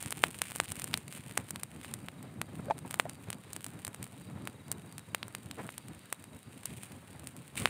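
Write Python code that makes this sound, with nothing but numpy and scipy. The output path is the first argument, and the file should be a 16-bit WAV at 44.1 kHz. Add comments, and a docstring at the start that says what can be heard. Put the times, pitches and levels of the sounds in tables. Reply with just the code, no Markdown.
"""On a rock beside a stream, a small fire of dry pine needles burns under stacked stones, close to the microphone.
Bursting needles snap as short pressure pulses, and countless tiny clicks crackle between them.
Escaping vapour sizzles as sputtering bright noise; the flames rumble and flutter as low noise.
Behind, the stream rushes as babbling noise and gives a few hollow plops of ringing air.
Two faint crickets sing far off in short falling tones, one trilling and one chirping."""
import sys
import numpy as np
from scipy import signal
from scipy.fft import rfft, irfft, next_fast_len
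from scipy.io import wavfile

SR = 44100
rng = np.random.default_rng(int(sys.argv[2]) if len(sys.argv) > 2 else 0)


def persist_wave(psi):
    """Save psi, clipped to +-1, as 16-bit WAV."""
    counts = np.round(np.clip(psi, -1, 1) * 32767).astype(np.int16)
    wavfile.write(sys.argv[1], SR, np.atleast_2d(counts).T)


N = 339129
TIME = np.arange(N) / SR


def undb(db):
    """Decibels to gain."""
    return 10 ** (np.asarray(db) / 20)


def unit(x):
    """Scale to rms 1."""
    return x / np.sqrt(np.mean(x ** 2))


def curve(rows):
    """Join (seconds, value) rows by straight lines."""
    return np.interp(TIME, *np.transpose(rows))


def colour(x, points):
    """Filter by a (Hz, dB) spectrum, keeping the power of white noise."""
    hz, db = np.transpose(points)
    size = next_fast_len(N + 4096)  # spare room so that tails do not wrap onto the start
    bins_hz = np.maximum(np.fft.rfftfreq(size, 1 / SR), 1)
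    gain = unit(undb(np.interp(np.log(bins_hz), np.log(hz), db)))
    return irfft(rfft(x, size) * gain, size)[:N]


def noise(points):
    """Coloured noise of rms 1."""
    return unit(colour(rng.standard_normal(N), points))


def walk(rate):
    """Random wandering of rms 1, heading for `rate` new random values a second."""
    knots = rng.standard_normal(16384)
    return unit(np.interp(TIME * rate, np.arange(len(knots)), knots))


def resonance(x, hz, width_hz):
    """Two-pole band-pass with gain 1 at its centre."""
    return signal.lfilter(*signal.iirpeak(hz, hz / width_hz, fs=SR), x)


def add(out, start_s, sound):
    """Mix a short sound in at a given time."""
    i = int(np.clip(round(start_s * SR), 0, N - 1))
    out[i:i + len(sound)] += sound[:N - i]


# How hard the needles burn. Each row: time in seconds, burn strength in dB.
BURN_STRENGTH = [(0.0, -52), (0.78, -52), (1.17, -58), (1.89, -60), (2.14, -63), (2.44, -63), (2.82, -59),
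                 (3.26, -62), (3.83, -61), (4.2, -64), (4.56, -62.5), (5.53, -63), (5.78, -60), (6.14, -63),
                 (6.45, -62.5), (6.64, -59), (7.25, -61), (7.55, -56.5)]
FULL_BURN_DB = -52


def burn_strength():
    """The shared heat of the fire in dB, which drives the small snaps, the crackle and the sizzle."""
    return curve(BURN_STRENGTH)


# The loud bursting needles. Each row: start in seconds, pop level in dB before trim, pop pitch in Hz,
# crack level in dB before trim, crack pitch in Hz.
LOUD_NEEDLES = [(.0267, -34.5, 895, -22, 9300), (.0601, -29, 1880, -29, 7600),
                (.107, -37, 900, -22.5, 8200), (.1247, -20, 2070, -20, 14000),
                (0.2386, -3.5, 1510, -16, 8500), (.4182, -15, 2100, -13, 9700),
                (.5093, -36, 2150, -27, 13000), (.5188, -27.5, 2000, -28, 14000),
                (.56, -32, 800, -19.5, 11300), (.601, -10, 1430, -17, 7000), (.6817, -33, 3000, -39, 14000),
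                (.7194, -27.5, 1480, -19, 9700), (.797, -31.5, 1630, -24, 9900),
                (.8193, -28, 2720, -24, 12200), (0.8424, -28, 1870, -18, 10200),
                (.9327, -31, 2300, -35, 9500), (.9408, -10.5, 3260, -17.5, 14000),
                (.975, -29, 1660, -21, 9700), (1.1256, -32.5, 2470, -30.5, 9800),
                (1.3113, -33, 1940, -34, 10500), (1.3735, -26, 1300, -26, 9000),
                (1.376, -14, 1330, -13.5, 7800), (1.5074, -32.5, 1160, -20, 9300),
                (1.5595, -25.5, 2470, -28, 9600), (1.6337, -26.5, 1730, -18, 11200),
                (1.847, -29, 1890, -37, 10900), (1.939, -28, 2660, -19.5, 11400),
                (2.0854, -24.5, 1840, -34.5, 10500), (2.4157, -18, 1740, -20.5, 9000),
                (2.7892, -38, 2040, -32.5, 9700), (2.9099, -28, 2050, -22, 14000),
                (2.9424, -21, 1490, -19, 14000), (2.9985, -7, 1490, -16.5, 10000),
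                (3.096, -31, 2520, -27.5, 8300), (3.3031, -26, 2300, -20.5, 14000),
                (3.3296, -26.5, 2340, -28, 7900), (3.532, -35, 1420, -25, 7700),
                (3.5641, -29, 1600, -25, 9000), (3.6439, -33, 2120, -23.5, 10200),
                (3.6649, -32, 1530, -27.5, 7900), (3.8493, -27.5, 2800, -19.5, 11900),
                (3.8686, -33, 2390, -28, 9700), (3.879, -29.5, 1000, -24.5, 11500),
                (3.9459, -32.5, 1400, -29.5, 9300), (4.0284, -33, 2230, -24, 14000),
                (4.042, -38, 2410, -29, 11700), (4.4741, -22, 1730, -24, 14000),
                (4.7163, -28.5, 1250, -15.5, 8800), (4.7251, -37, 1770, -26, 14000),
                (4.9815, -31.5, 2330, -26.5, 11000), (4.9939, -38, 1720, -36, 10500),
                (5.1477, -14.5, 1810, -17, 12600), (5.2298, -20.5, 2730, -34, 9900),
                (5.2817, -37, 900, -33.5, 10500), (5.35, -23.5, 2270, -24, 9300),
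                (5.5122, -27, 2790, -29.5, 9100), (5.6911, -26, 1310, -55, 5500),
                (5.7803, -31, 2320, -23, 11800), (6.1268, -20, 1460, -16.5, 12600),
                (6.6564, -36, 1370, -17.5, 9900), (6.8338, -35, 2310, -28, 14000),
                (7.272, -32, 2340, -26.5, 9500), (7.5995, -48, 1840, -23.5, 11600),
                (7.657, -6, 1810, -18, 7700), (7.6744, -25, 1930, -44, 12000)]
# Spectrum of tearing needle walls. Each row: frequency in Hz, relative density in dB per Hz.
CRACK_SPECTRUM = [(200, -26), (1000, 2), (3000, 8.5), (5600, -5.5), (8500, 2), (12000, 0), (15500, 4)]


def snaps(burn_db, pop_db=-1.0, crack_db=0, splinter_s=0.0022, splinter_db=-2.5):
    """Each needle bursts with a pop; its wall tears with a bright crack and a spray of splinters."""
    bursts, splinters = np.zeros(N), np.zeros(N)
    t = np.arange(-128, 256) / SR
    # noise envelope around each crack: short rise, longer decay
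    envelope = np.exp(-abs(t) / np.where(t < 0, splinter_s / 2, splinter_s))
    needles = list(LOUD_NEEDLES) + small_snaps(burn_db)
    grains = rng.standard_normal(size=(256, len(t)))
    for (start, db, hz, tear_db, tear_hz), grain in zip(needles, grains):
        add(bursts, start + t[0], burst(t, db + pop_db, hz, tear_db + crack_db, tear_hz))
        splinter = grain * envelope / np.linalg.norm(envelope)
        add(splinters, start + t[0], undb(tear_db + splinter_db) * splinter)
    return bursts + colour(splinters, CRACK_SPECTRUM)


def small_snaps(burn_db, rate=17, growth=1.4, loudness_growth=0.58, pop_db=-35, pop_hz=1950,
                crack_db=-32, crack_hz=11000, spread_db=2.5, spread_octaves=0.23):
    """Needle rows for the thinner ones, which burst at random, louder and more often as the burn grows."""
    heat_db = burn_db - FULL_BURN_DB
    expected = np.cumsum(rate / SR * undb(growth * heat_db))  # running count; rate is per second at full burn
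    count = int(expected[-1])
    when = np.interp(np.arange(count) + rng.random(size=256)[:count], expected, TIME)
    strength_db = loudness_growth * np.interp(when, TIME, heat_db)
    rows = []
    for start, db, (a, b, c) in zip(when, strength_db, rng.standard_normal(size=(256, 3))):
        hz = pop_hz * 2 ** (spread_octaves * b)
        rows.append((start, pop_db + db + spread_db * a, hz, crack_db + db + spread_db * c, crack_hz))
    return rows


# Every pop lasts about as long, so the high ones swing more often.
POP_S, POP_MIN_CYCLES = 0.00016, 0.23


def burst(t, pop_db, pop_hz, crack_db, crack_hz, crack_cycles=0.29, crack_lag_s=.0002,
          thud_db=-19, thud_ratio=.36):
    """One needle: a pop of gas with a lower thud under it, then the bright crack of its wall."""
    cycles = max(POP_S * pop_hz, POP_MIN_CYCLES)
    thud = wavelet(t, thud_ratio * pop_hz, cycles)
    pop = wavelet(t, pop_hz, cycles) + undb(thud_db) * thud
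    crack = wavelet(t - crack_lag_s, crack_hz, crack_cycles)
    return undb(pop_db) * pop + undb(crack_db) * crack


def wavelet(t, hz, cycles):
    """A short pressure wiggle of peak 1; under half a cycle long it is N-shaped."""
    wave = np.sin(2 * np.pi * hz * t) * np.exp(-(hz * t / cycles) ** 2)
    return wave / np.abs(wave).max()


# Spectrum of the sizzle and the fuller ticks. Each row: frequency in Hz, relative density in dB per Hz.
SIZZLE_SPECTRUM = [(300, -4), (1000, 0.5), (2500, 13.5), (4000, 3), (5600, -6.5), (8000, -3), (11000, 0),
                   (13500, -10), (15500, 0.5)]


def crackle(burn_db, rate=340, size_db=7.5, bunching_db=6):
    """Tiny bursts in loose bunches, more and louder as the burn grows; half are full, half thin and bright."""
    density_db = .4 * (burn_db - FULL_BURN_DB) + bunching_db * walk(25)
    hit = rng.random(N) < rate / SR * undb(density_db)  # rate is per second at full burn, before bunching
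    strength_db = np.minimum(6.5 * rng.exponential(size=N), 20)
    ticks = hit * undb(strength_db + size_db + burn_db) * rng.choice([-1, 1], N)
    thin = rng.random(N) < .5
    return colour(ticks * ~thin, SIZZLE_SPECTRUM) + colour(ticks * thin, CRACK_SPECTRUM)


# Jets of vapour. Each row: start in seconds, decay time in seconds, level in dB before trim and onset.
VAPOUR_JETS = [(.452, 0.013, -42.5), (.76, .04, -51), (.93, 0.028, -44), (1.83, 0.06, -50),
               (4.02, 0.022, -58), (6.65, 0.16, -56.5), (7.566, 0.07, -38.5)]


def sizzle(burn_db, level_db=-10.5, jet_db=-2):
    """Vapour sputters out of the hot needles, now and then in a sudden jet."""
    steady = undb(burn_db + level_db + 1.4 * walk(45))
    sputter = unit(undb(4 * walk(500)))
    jets = undb(jet_db) * swells(VAPOUR_JETS, rise_s=0.00093)
    return noise(SIZZLE_SPECTRUM) * sputter * (steady + jets)


def swells(rows, rise_s):
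    """Envelope of bursts that open quickly and die away exponentially."""
    out = np.zeros(N)
    for start, length, db in rows:
        age = np.maximum(TIME - start, 0)
        out += undb(db) * (1 - np.exp(-age / rise_s)) * np.exp(-age / length)
    return out


# Size of the flames. Each row: time in seconds, size in dB.
FLAME_SIZE = [(0.0, -51.5), (0.62, -54.5), (0.81, -50), (1.17, -54.5), (1.84, -52), (1.96, -51.5),
              (2.4, -50), (3.8, -54), (4.05, -55.5), (4.22, -50), (5.99, -56.5), (6.39, -57), (6.79, -53),
              (7.04, -57), (7.31, -56), (7.5, -52.5)]
# Pockets of gas catching. Each row: time of the height in seconds, bell width (one sigma) in seconds,
# rumble level in dB before trim, flapping level in dB before trim.
GAS_PUFFS = [(0.275, 0.022, -56, -51), (0.612, .025, -47.5, -60), (0.937, 0.023, -47, -53.5),
             (1.4, 0.016, -42.5, -47.5), (2.397, .035, -43.5, -66), (2.842, 0.024, -46.5, -62),
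             (3.752, 0.031, -45, -55.5), (3.883, 0.0085, -41.5, -58), (4.014, 0.026, -43, -56.5),
             (4.346, 0.03, -46, -59.5), (4.747, 0.038, -46.5, -55), (5.597, 0.013, -41.5, -38.5),
             (5.655, 0.018, -43.5, -48.5), (5.909, 0.02, -46, -55.5), (6.346, 0.021, -49.5, -59),
             (6.718, 0.023, -44, -59), (6.937, 0.026, -48, -58), (7.626, 0.031, -37.5, -48)]
# Spectra of the rumble and of the flapping. Each row: frequency in Hz, relative density in dB per Hz.
RUMBLE_SPECTRUM = [(25, -60), (45, -53), (70, -8), (105, 0.5), (170, -1.5), (280, -6.5), (400, -17),
                   (800, -32.5), (2000, -79)]
FLAP_SPECTRUM = [(40, -40), (130, 0), (300, 4.5), (900, 0), (2300, -10.5), (4000, -32), (9000, -42)]


def flames(level_db=1.0, flutter_db=3.5, flap_db=-9, flap_spread_db=4.0, puff_db=-1):
    """Turbulent flames rumble and flap, both in step with their size; pockets of gas catch with a soft puff."""
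    flame_db, lick = curve(FLAME_SIZE), walk(45)
    rumble = undb(flame_db + level_db + flutter_db * lick)
    flaps = undb(flame_db + flap_db + flap_spread_db * unit(lick + walk(160)))
    for height_s, length, rumble_db, flapping_db in GAS_PUFFS:
        puff = undb(puff_db) * np.exp(-((TIME - height_s) / length) ** 2 / 2)
        # independent noises add by power
        rumble = np.hypot(rumble, undb(rumble_db) * puff)
        flaps = np.hypot(flaps, undb(flapping_db) * puff)
    return noise(RUMBLE_SPECTRUM) * rumble + noise(FLAP_SPECTRUM) * flaps


def stones(x, level_db=-25, decay_s=0.01):
    """The stones and the rock scatter a very short echo, a dense burst of decaying reflections."""
    t = np.arange(SR // 10) / SR
    scatter = rng.standard_normal(len(t)) * np.exp(-t / decay_s)
    echo = signal.fftconvolve(x, scatter / np.linalg.norm(scatter))[:N]
    return x + undb(level_db) * echo


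# Spectrum of the rushing water. Each row: frequency in Hz, relative density in dB per Hz.
STREAM_SPECTRUM = [(100, -17), (400, 1), (700, -1), (1300, -1), (2500, -5.5), (4300, -10.5), (5500, -20.5),
                   (9000, -19), (15000, -18.5)]


def stream(level_db=-64.0, surge_db=0.3, babble_db=2.5):
    """A steady rush whose middle range babbles band by band."""
    rush = noise(STREAM_SPECTRUM)
    babble = np.zeros(N)
    for hz in np.geomspace(450, 3600, num=4):
        babble += resonance(rush, hz, hz / 2) * (undb(babble_db * walk(18)) - 1)
    return (rush + babble) * undb(level_db + surge_db * walk(2.0))


# Hollow plops of water. Each row: start in seconds, ring level in dB before onset and decay,
# starting pitch in Hz, time in seconds to ring down by 60 dB, splash level in dB relative to the ring.
WATER_PLOPS = [(2.668, -38.5, 430, 0.072, -15), (2.683, -31.5, 548, 0.078, -15),
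               (2.7003, -19, 630, 0.024, -16), (2.708, -14, 850, 0.026, -13), (2.717, -27, 653, 0.027, -29),
               (2.849, -36, 890, 0.026, -14), (3.054, -28, 644, 0.032, -18), (3.064, -29, 695, 0.017, -22)]


def plops(level_db=0, rise_s=0.00063, glide=2.3, overtone=2.79, overtone_db=-15, splash_s=0.0033):
    """Pockets of air ring briefly in the water, rising a little in pitch, each opened by a dull splash."""
    out, t = np.zeros(N), np.arange(SR // 10) / SR
    for start, db, hz, t60, splash_db in WATER_PLOPS:
        phase = 2 * np.pi * hz * t * (1 + glide * t)
        fade = np.exp(-np.log(1000) * t / t60)
        ring = np.sin(phase) * fade
        ring += undb(overtone_db) * np.sin(overtone * phase) * fade ** 2  # the overtone dies twice as fast
        splash = unit(resonance(resonance(rng.standard_normal(len(t)), 830, 1040), 830, 1040))
        sound = ring + undb(splash_db) * splash * np.exp(-t / splash_s)
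        onset = 1 - np.exp(-(t / rise_s) ** 2)
        add(out, start, undb(db + level_db) * sound * onset)
    return out


# Far crickets. Each row: time in seconds, level of the trilling one in dB, level of the chirping one in dB,
# both before wavering and echo.
CRICKET_LEVELS = [(0, -73, -73), (3.6, -71, -70), (4.3, -68, -68), (6.4, -69, -70), (6.8, -75, -72),
                  (7.69, -75, -75)]


def crickets(chirp_period_s=.2235, first_chirp_s=0.17, chirp_share=0.45):
    """One cricket trills on and on; a higher one chirps in groups of about five strokes; the rocks blur both."""
    levels = np.array(CRICKET_LEVELS)
    trill_db = curve(levels[:, [0, 1]]) + 2 * walk(40)
    chirp_db = curve(levels[:, [0, 2]]) + 2 * walk(40)
    # 22 and 50 wing strokes a second, a little uneven
    trill = wing_strokes(22 * TIME + .15 * walk(4), hz=3820, fall_hz=180, duty=.6)
    group = ((TIME - first_chirp_s) / chirp_period_s + 0.04 * walk(4.32)) % 1
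    gate = np.sqrt(np.abs(np.sin(np.pi * np.minimum(group / chirp_share, 1))))
    chirps = wing_strokes(50 * TIME + 0.22 * walk(4.7), hz=4680, fall_hz=265, duty=0.69) * gate
    return stones(trill * undb(trill_db) + chirps * undb(chirp_db), level_db=-7, decay_s=.03)


def wing_strokes(cycles, hz, fall_hz, duty):
    """Each closing of a cricket's wings sounds one short tone that falls in pitch."""
    stroke = np.minimum(cycles % 1 / duty, 1)  # runs 0 to 1 while the wings close, then rests
    pitch_hz = hz + fall_hz * (.5 - stroke) + 15 * walk(30)
    return np.sin(np.pi * stroke) * np.sin(2 * np.pi * np.cumsum(pitch_hz) / SR)


def scene():
    """The fire in its stone hearth, with the stream and the crickets behind."""
    burn_db = burn_strength()
    fire = stones(snaps(burn_db) + crackle(burn_db)) + sizzle(burn_db) + flames()
    return (fire + stream() + plops() + crickets())[None]


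def record(dry, port_hz=8600, port_width_hz=1500, port_db=11, top_hz=15450):
    """The microphone port rings in the treble, clicks linger in two narrow bands, and the top is cut steeply."""
    x = dry + undb(port_db) * resonance(dry, port_hz, port_width_hz)
    x = x - 2 * resonance(x, 4020, 270)  # all-pass: delays this band without changing its level
    x = x - 1.47 * resonance(x, 7870, 240)  # delays this band and dips it
    return signal.sosfilt(signal.ellip(8, .2, 70, top_hz, fs=SR, output="sos"), x)


dry = scene()
out = record(dry)
persist_wave(out)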